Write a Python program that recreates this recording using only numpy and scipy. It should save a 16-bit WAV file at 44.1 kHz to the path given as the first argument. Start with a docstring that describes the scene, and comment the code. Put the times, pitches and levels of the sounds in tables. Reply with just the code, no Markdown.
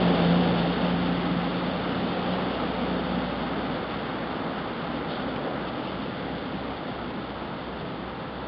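"""An exhaust drones over the roar of tyres and air as a motor vehicle draws away, out of sight.
The engine speeds up a little and its drone fades, leaving a thud that beats against a second note.
The roar sinks with distance into the wash of the open air. Close by, a hermit crab rights its shell:
it scrapes and ticks faintly on the stone, then rolls over with hollow knocks.
A small camera hears it all, cutting off the highest sounds and adding a faint whine."""
import sys
import numpy as np
from scipy import signal
from scipy.fft import rfft, irfft, next_fast_len
from scipy.io import wavfile
from scipy.ndimage import map_coordinates

SR = 44100
rng = np.random.default_rng(int(sys.argv[2]) if len(sys.argv) > 2 else 0)


def generate_wav(sig):
    """Save sig (samples, or channels by samples) to the path in sys.argv[1] as 16-bit PCM at SR."""
    pcm = np.round(np.clip(np.atleast_2d(sig).T, -1, 1) * 32767).astype(np.int16)
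    wavfile.write(sys.argv[1], SR, pcm)


N = 373527
T = np.arange(N) / SR


def gain(db):
    """Turn decibels into a number to multiply by."""
    return 10 ** (np.asarray(db) / 20)


def unit_level(x):
    """Scale a sound so that its average power is 1."""
    return x / np.sqrt(np.mean(x ** 2))


def curves(table):
    """Join a table's timed points with straight lines: one curve for each column after the time."""
    times_s, *columns = np.transpose(table)
    return [np.interp(T, times_s, column) for column in columns]


def drift(rate_hz):
    """A smooth random wander, roughly 1 either way, with rate_hz new values a second."""
    targets = rng.standard_normal(2048)
    return map_coordinates(targets, [T[::64] * rate_hz], order=3, mode="wrap").repeat(64)[:N]


def colour(x, points, edge_db_per_octave=0):
    """Make some pitches louder and others softer, following (pitch_hz, level_db) points."""
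    size = next_fast_len(N)
    pitch_hz, level_db = np.transpose(points)
    octave = np.log2(np.maximum(np.fft.rfftfreq(size, 1 / SR), 1))
    point_octaves = np.log2(pitch_hz)
    octaves_outside = np.abs(octave - np.clip(octave, point_octaves[0], point_octaves[-1]))
    shape_db = np.interp(octave, point_octaves, level_db) - edge_db_per_octave * octaves_outside
    return irfft(rfft(x, size) * gain(shape_db), size)[:N]


def band(x, low_hz, high_hz):
    """Keep the part of a sound between two pitches."""
    edges_hz = [low_hz, max(high_hz, low_hz + 1)]
    return signal.sosfilt(signal.butter(2, edges_hz, "band", fs=SR, output="sos"), x)


def airy_noise(points, bands, flicker_db=0, flicker_hz=0):
    """Noise in side-by-side bands; each can waver by itself on its way through the air."""
    edges_hz = np.geomspace(points[0][0], points[-1][0], bands + 1)
    noise = sum(band(rng.standard_normal(N), low, high) * gain(flicker_db * drift(flicker_hz))
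                for low, high in zip(edges_hz, edges_hz[1:]))
    return unit_level(colour(noise, points, edge_db_per_octave=24))


def echoing_tone(phase, depth=0.21, rate_hz=34):
    """A tone roughened by scattered echoes, which shake its loudness and timing."""
    echoes = 1 + depth * (drift(rate_hz) + 1j * drift(rate_hz))
    return (np.exp(1j * phase) * echoes).imag


# How fast the engine fires; it wavers, then speeds up a little: time_s, rate_hz
FIRING_RATE = [(0, 59.3), (.3, 57), (.43, 59.1), (.6, 57.4), (.77, 59.2), (1.3, 58.2), (1.65, 59.46),
               (2.2, 60), (2.42, 61.4), (2.77, 59.73), (2.92, 60.7), (3.3, 60.6), (4.3, 61.6)]
# The drone, at three times the firing rate, before drone_trim_db is added: time_s, level_db
DRONE_LEVEL = [(0, -21), (.52, -23), (.72, -27), (.87, -25), (1.22, -27.5), (1.42, -30.5), (1.85, -36),
               (1.98, -27), (2.12, -35.5), (2.35, -28), (2.57, -41.5), (2.72, -34.5), (2.82, -43),
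               (2.93, -27.5), (3.0, -35), (3.17, -31), (3.55, -53)]
# Weaker tones, set against DRONE_LEVEL; half steps come from unequal cylinders: multiple, level_db
OVERTONES = [(1.5, -24), (2, -22), (2.5, -27.5), (3.5, -26.5), (4.5, -16.5), (6, -20.5)]
# A hollow hum at four times the firing rate, loudest as the engine reaches speed: time_s, level_db
HUM_LEVEL = [(0, -43), (2.0, -46.5), (2.6, -42), (3.0, -39), (3.23, -34.5), (3.45, -44.5), (4.3, -55.5)]
# The thud, at the firing rate itself, before thud_trim_db is added: time_s, level_db
THUD_LEVEL = [(0, -44.5), (1.1, -46.5), (1.65, -50), (2.3, -51.5), (2.75, -46), (3.15, -44.5),
              (3.95, -51.5), (4.3, -54.5)]


def exhaust(unevenness=0.005, drone_trim_db=-2.5, thud_trim_db=2.0, fade_db_per_s=6):
    """Slightly uneven firings thud down a pipe, which favours a drone at three times their rate."""
    firing_hz = curves(FIRING_RATE)[0] * (1 + unevenness * drift(18))
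    phase = 2 * np.pi * np.cumsum(firing_hz) / SR
    drone = echoing_tone(3 * phase) * gain(drone_trim_db + 1.5 * drift(12))
    for multiple, level_db in OVERTONES:
        overtone = np.sin(multiple * phase + rng.uniform(0, 2 * np.pi))
        drone += overtone * gain(level_db + 2.0 * drift(7.1))
    drone *= gain(curves(DRONE_LEVEL)[0])
    hum = echoing_tone(4 * phase) * gain(curves(HUM_LEVEL)[0])
    thud = np.sin(phase) * gain(curves(THUD_LEVEL)[0] + thud_trim_db)
    # After the drone's last point, drone and hum fade with distance; the thud carries on.
    fade = gain(-fade_db_per_s * np.maximum(T - DRONE_LEVEL[-1][0], 0))
    return np.sqrt(2) * ((drone + hum) * fade + thud)


def boom(start_hz=253.1, rise_hz_per_s=2.4, width_hz=36):
    """A hollow band of noise whose pitch creeps up as the vehicle gathers speed."""
    smoothing = signal.butter(2, width_hz / 2, fs=SR, output="sos")
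    slow_a, slow_b = signal.sosfilt(smoothing, rng.standard_normal((2, N)))
    phase = 2 * np.pi * np.cumsum(start_hz + rise_hz_per_s * T) / SR
    return unit_level(slow_a * np.cos(phase) + slow_b * np.sin(phase))


# The tone of the roar's low rumble: pitch_hz, relative_db
RUMBLE_COLOUR = [(46, -37.5), (78, -18), (86, -8.5), (113, -7), (177, 1.5), (220, 0), (259, -0.5),
                 (296, -3.5), (330, -4), (430, -31), (730, -120)]
# The tone of its broad middle: pitch_hz, relative_db
MIDDLE_COLOUR = [(160, -37.5), (280, -9), (302, -6.5), (350, -4), (383, -5), (430, -4), (506, -1.5),
                 (570, -4.5), (640, -5), (740, -6), (805, -4), (946, -10.5), (1100, -10.5), (1280, -9),
                 (1480, -12), (1800, -20), (2130, -20), (2600, -31.5), (4400, -120)]
# The tone of its high hiss: pitch_hz, relative_db
HISS_COLOUR = [(1000, -25.5), (1700, -5.5), (2430, -9), (2830, -5), (3460, -5), (3660, -6), (3990, -12.5),
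               (5190, -38.5), (8780, -120)]
# Slow rises and dips in the roar: time_s, rumble_db, lower_middle_db, upper_middle_db, hiss_db
ROAR_SWELL = [(0, 0.5, 2, -4.5, 1.1), (1.4, -0.1, -3, 0, -1), (2.35, -0.3, 1.5, -0.9, 1.3),
              (3.2, 0.4, 0, 2, 0.5), (4.7, 0, 0.5, 3, 0), (5.45, 0.5, 1.8, 3.5, -0.3),
              (6.15, 0.7, 0.4, 2.5, 1.0), (7.7, -1.7, -0.3, 1.5, 0)]


def roar(start_m=22.8, speed_m_per_s=7.43, split_hz=1100):
    """Tyres and air make a rumble, a boom, a broad middle and a hiss, all sinking with distance."""
    rumble_db, lower_db, upper_db, hiss_db = curves(ROAR_SWELL)
    rumble = airy_noise(RUMBLE_COLOUR, bands=4, flicker_db=1.0, flicker_hz=11)
    middle = airy_noise(MIDDLE_COLOUR, bands=6, flicker_db=0.63, flicker_hz=12)
    hiss = airy_noise(HISS_COLOUR, bands=3, flicker_db=0.48, flicker_hz=24)
    lower = signal.sosfiltfilt(signal.butter(2, split_hz, fs=SR, output="sos"), middle)
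    middle = lower * gain(lower_db) + (middle - lower) * gain(upper_db)
    # Each part has a base level and loses a few decibels whenever the distance doubles.
    doublings = np.log2(1 + speed_m_per_s * T / start_m)
    return (rumble * gain(-31.5 - 3 * doublings + rumble_db)
            + boom() * gain(-32 - 8 * doublings + 2.2 * rumble_db)
            + middle * gain(-26.5 - 6 * doublings)
            + hiss * gain(-36 - 6 * doublings + hiss_db))


# The tone of the open air: pitch_hz, relative_db
AIR_COLOUR = [(28, -12), (46, -4), (55, -9.5), (75, -2), (92, -10), (125, -2), (200, -2), (260, -4.5),
              (335, -1.5), (380, -3), (430, -2.5), (700, -9), (830, -4), (1100, -9), (1500, -18.5),
              (2100, -19), (3000, -34)]


def open_air(level_db=-42):
    """A faint, steady wash of outdoor air, uncovered as the vehicle leaves."""
    return gain(level_db) * airy_noise(AIR_COLOUR, bands=7)


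def camera_whine(pitch_hz=3906, level_db=-63.5):
    """A faint, steady tone from the camera's electronics."""
    return np.sqrt(2) * gain(level_db) * np.sin(2 * np.pi * pitch_hz * T)


# A second engine note that comes up as the drone fades: time_s, level_db
SECOND_NOTE_LEVEL = [(0, -63.5), (3.8, -64.5), (5.3, -54), (8.4, -51)]


def second_engine_note(pitch_hz=64.5, overtone_db=-1, flutter_db=1.5, flutter_hz=5.6):
    """A note just above the thud, so the two pulse (beat) together, with one fluttering overtone."""
    phase = 2 * np.pi * pitch_hz * T
    overtone = np.sin(3 * phase) * gain(overtone_db + flutter_db * drift(flutter_hz))
    return np.sqrt(2) * gain(curves(SECOND_NOTE_LEVEL)[0]) * (np.sin(phase) + overtone)


def contact(start_s, rise_s, decay_s):
    """The loudness of one touch of shell on stone: it builds, then dies away."""
    age_s = np.maximum(T - start_s, 0)
    return np.minimum(age_s / rise_s, 1) * np.exp(-np.maximum(age_s - rise_s, 0) / decay_s)


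# The shell's scrapes and ticks on the stone: start_s, level_db, rise_s, decay_s, pitch_hz
SCRAPES = [(5.08, -42.5, 0.031, 0.11, 3370), (5.359, -31.5, 0.0022, 0.0028, 2580),
           (5.668, -39, .019, .009, 2970), (5.80, -44.5, 0.073, .1, 3030), (6.375, -48, .01, .02, 3580),
           (7.795, -44, .005, 0.0081, 3000)]


def shell_scrapes(grain_db=0.5, grain_hz=300, width_ratio=1.17):
    """The shell's rim drags over the stone in short, gritty bursts."""
    grit = rng.standard_normal(N) * gain(-grain_db * drift(grain_hz))
    scrapes = np.zeros(N)
    for start_s, level_db, rise_s, decay_s, pitch_hz in SCRAPES:
        rasp = unit_level(band(grit, pitch_hz / width_ratio, pitch_hz * width_ratio))
        scrapes += gain(level_db) * contact(start_s, rise_s, decay_s) * rasp
    return scrapes


SHELL_HZ = 523  # the pitch at which the hollow inside the shell rings


def shell_roll(level_db=-35, width_ratio=1.25):
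    """The knobbly shell rolls on the rock, and its hollow inside grumbles."""
    grumble = unit_level(band(rng.standard_normal(N), SHELL_HZ / width_ratio, SHELL_HZ * width_ratio))
    return gain(level_db) * contact(start_s=5.37, rise_s=0.075, decay_s=0.063) * grumble


# The shell's knocks on the rock as it rolls over: start_s, level_db
KNOCKS = [(5.381, -28), (5.469, -21), (5.552, -29)]


def shell_knocks(rise_s=0.0036, decay_s=0.0067):
    """The shell tips over and rocks; each soft bump briefly rings its hollow inside."""
    knocks = np.zeros(N)
    for start_s, level_db in KNOCKS:
        ring = np.sin(2 * np.pi * SHELL_HZ * (T - start_s))
        knocks += gain(level_db) * contact(start_s, rise_s, decay_s) * ring
    return knocks


def scene():
    """The far vehicle, the air, the whine and the nearby crab, in one channel."""
    background = exhaust() + roar() + open_air() + camera_whine() + second_engine_note()
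    return (background + shell_scrapes() + shell_roll() + shell_knocks())[None]


# How the camera softens the highest sounds: pitch_hz, change_db
CAMERA_SMOOTHING = [(3600, 0), (4000, -5.5), (4400, -6), (5000, -17), (5500, -30.5), (6000, -45)]


def record(dry, sampling_hz=8000, top_hz=5800):
    """The camera's slow sampling mirrors the hiss above half its rate; filters then cut the top off."""
    below_half_rate = signal.ellip(10, 0.2, 60, sampling_hz / 2, fs=SR, output="sos")
    below_top = signal.ellip(8, 0.2, 70, top_hz, fs=SR, output="sos")
    narrow = signal.sosfilt(below_half_rate, dry[0])
    mirrored = narrow * (1 + 2 * np.cos(2 * np.pi * sampling_hz * T))
    return signal.sosfilt(below_top, colour(mirrored, CAMERA_SMOOTHING))[None]


dry = scene()
out = record(dry)
generate_wav(out)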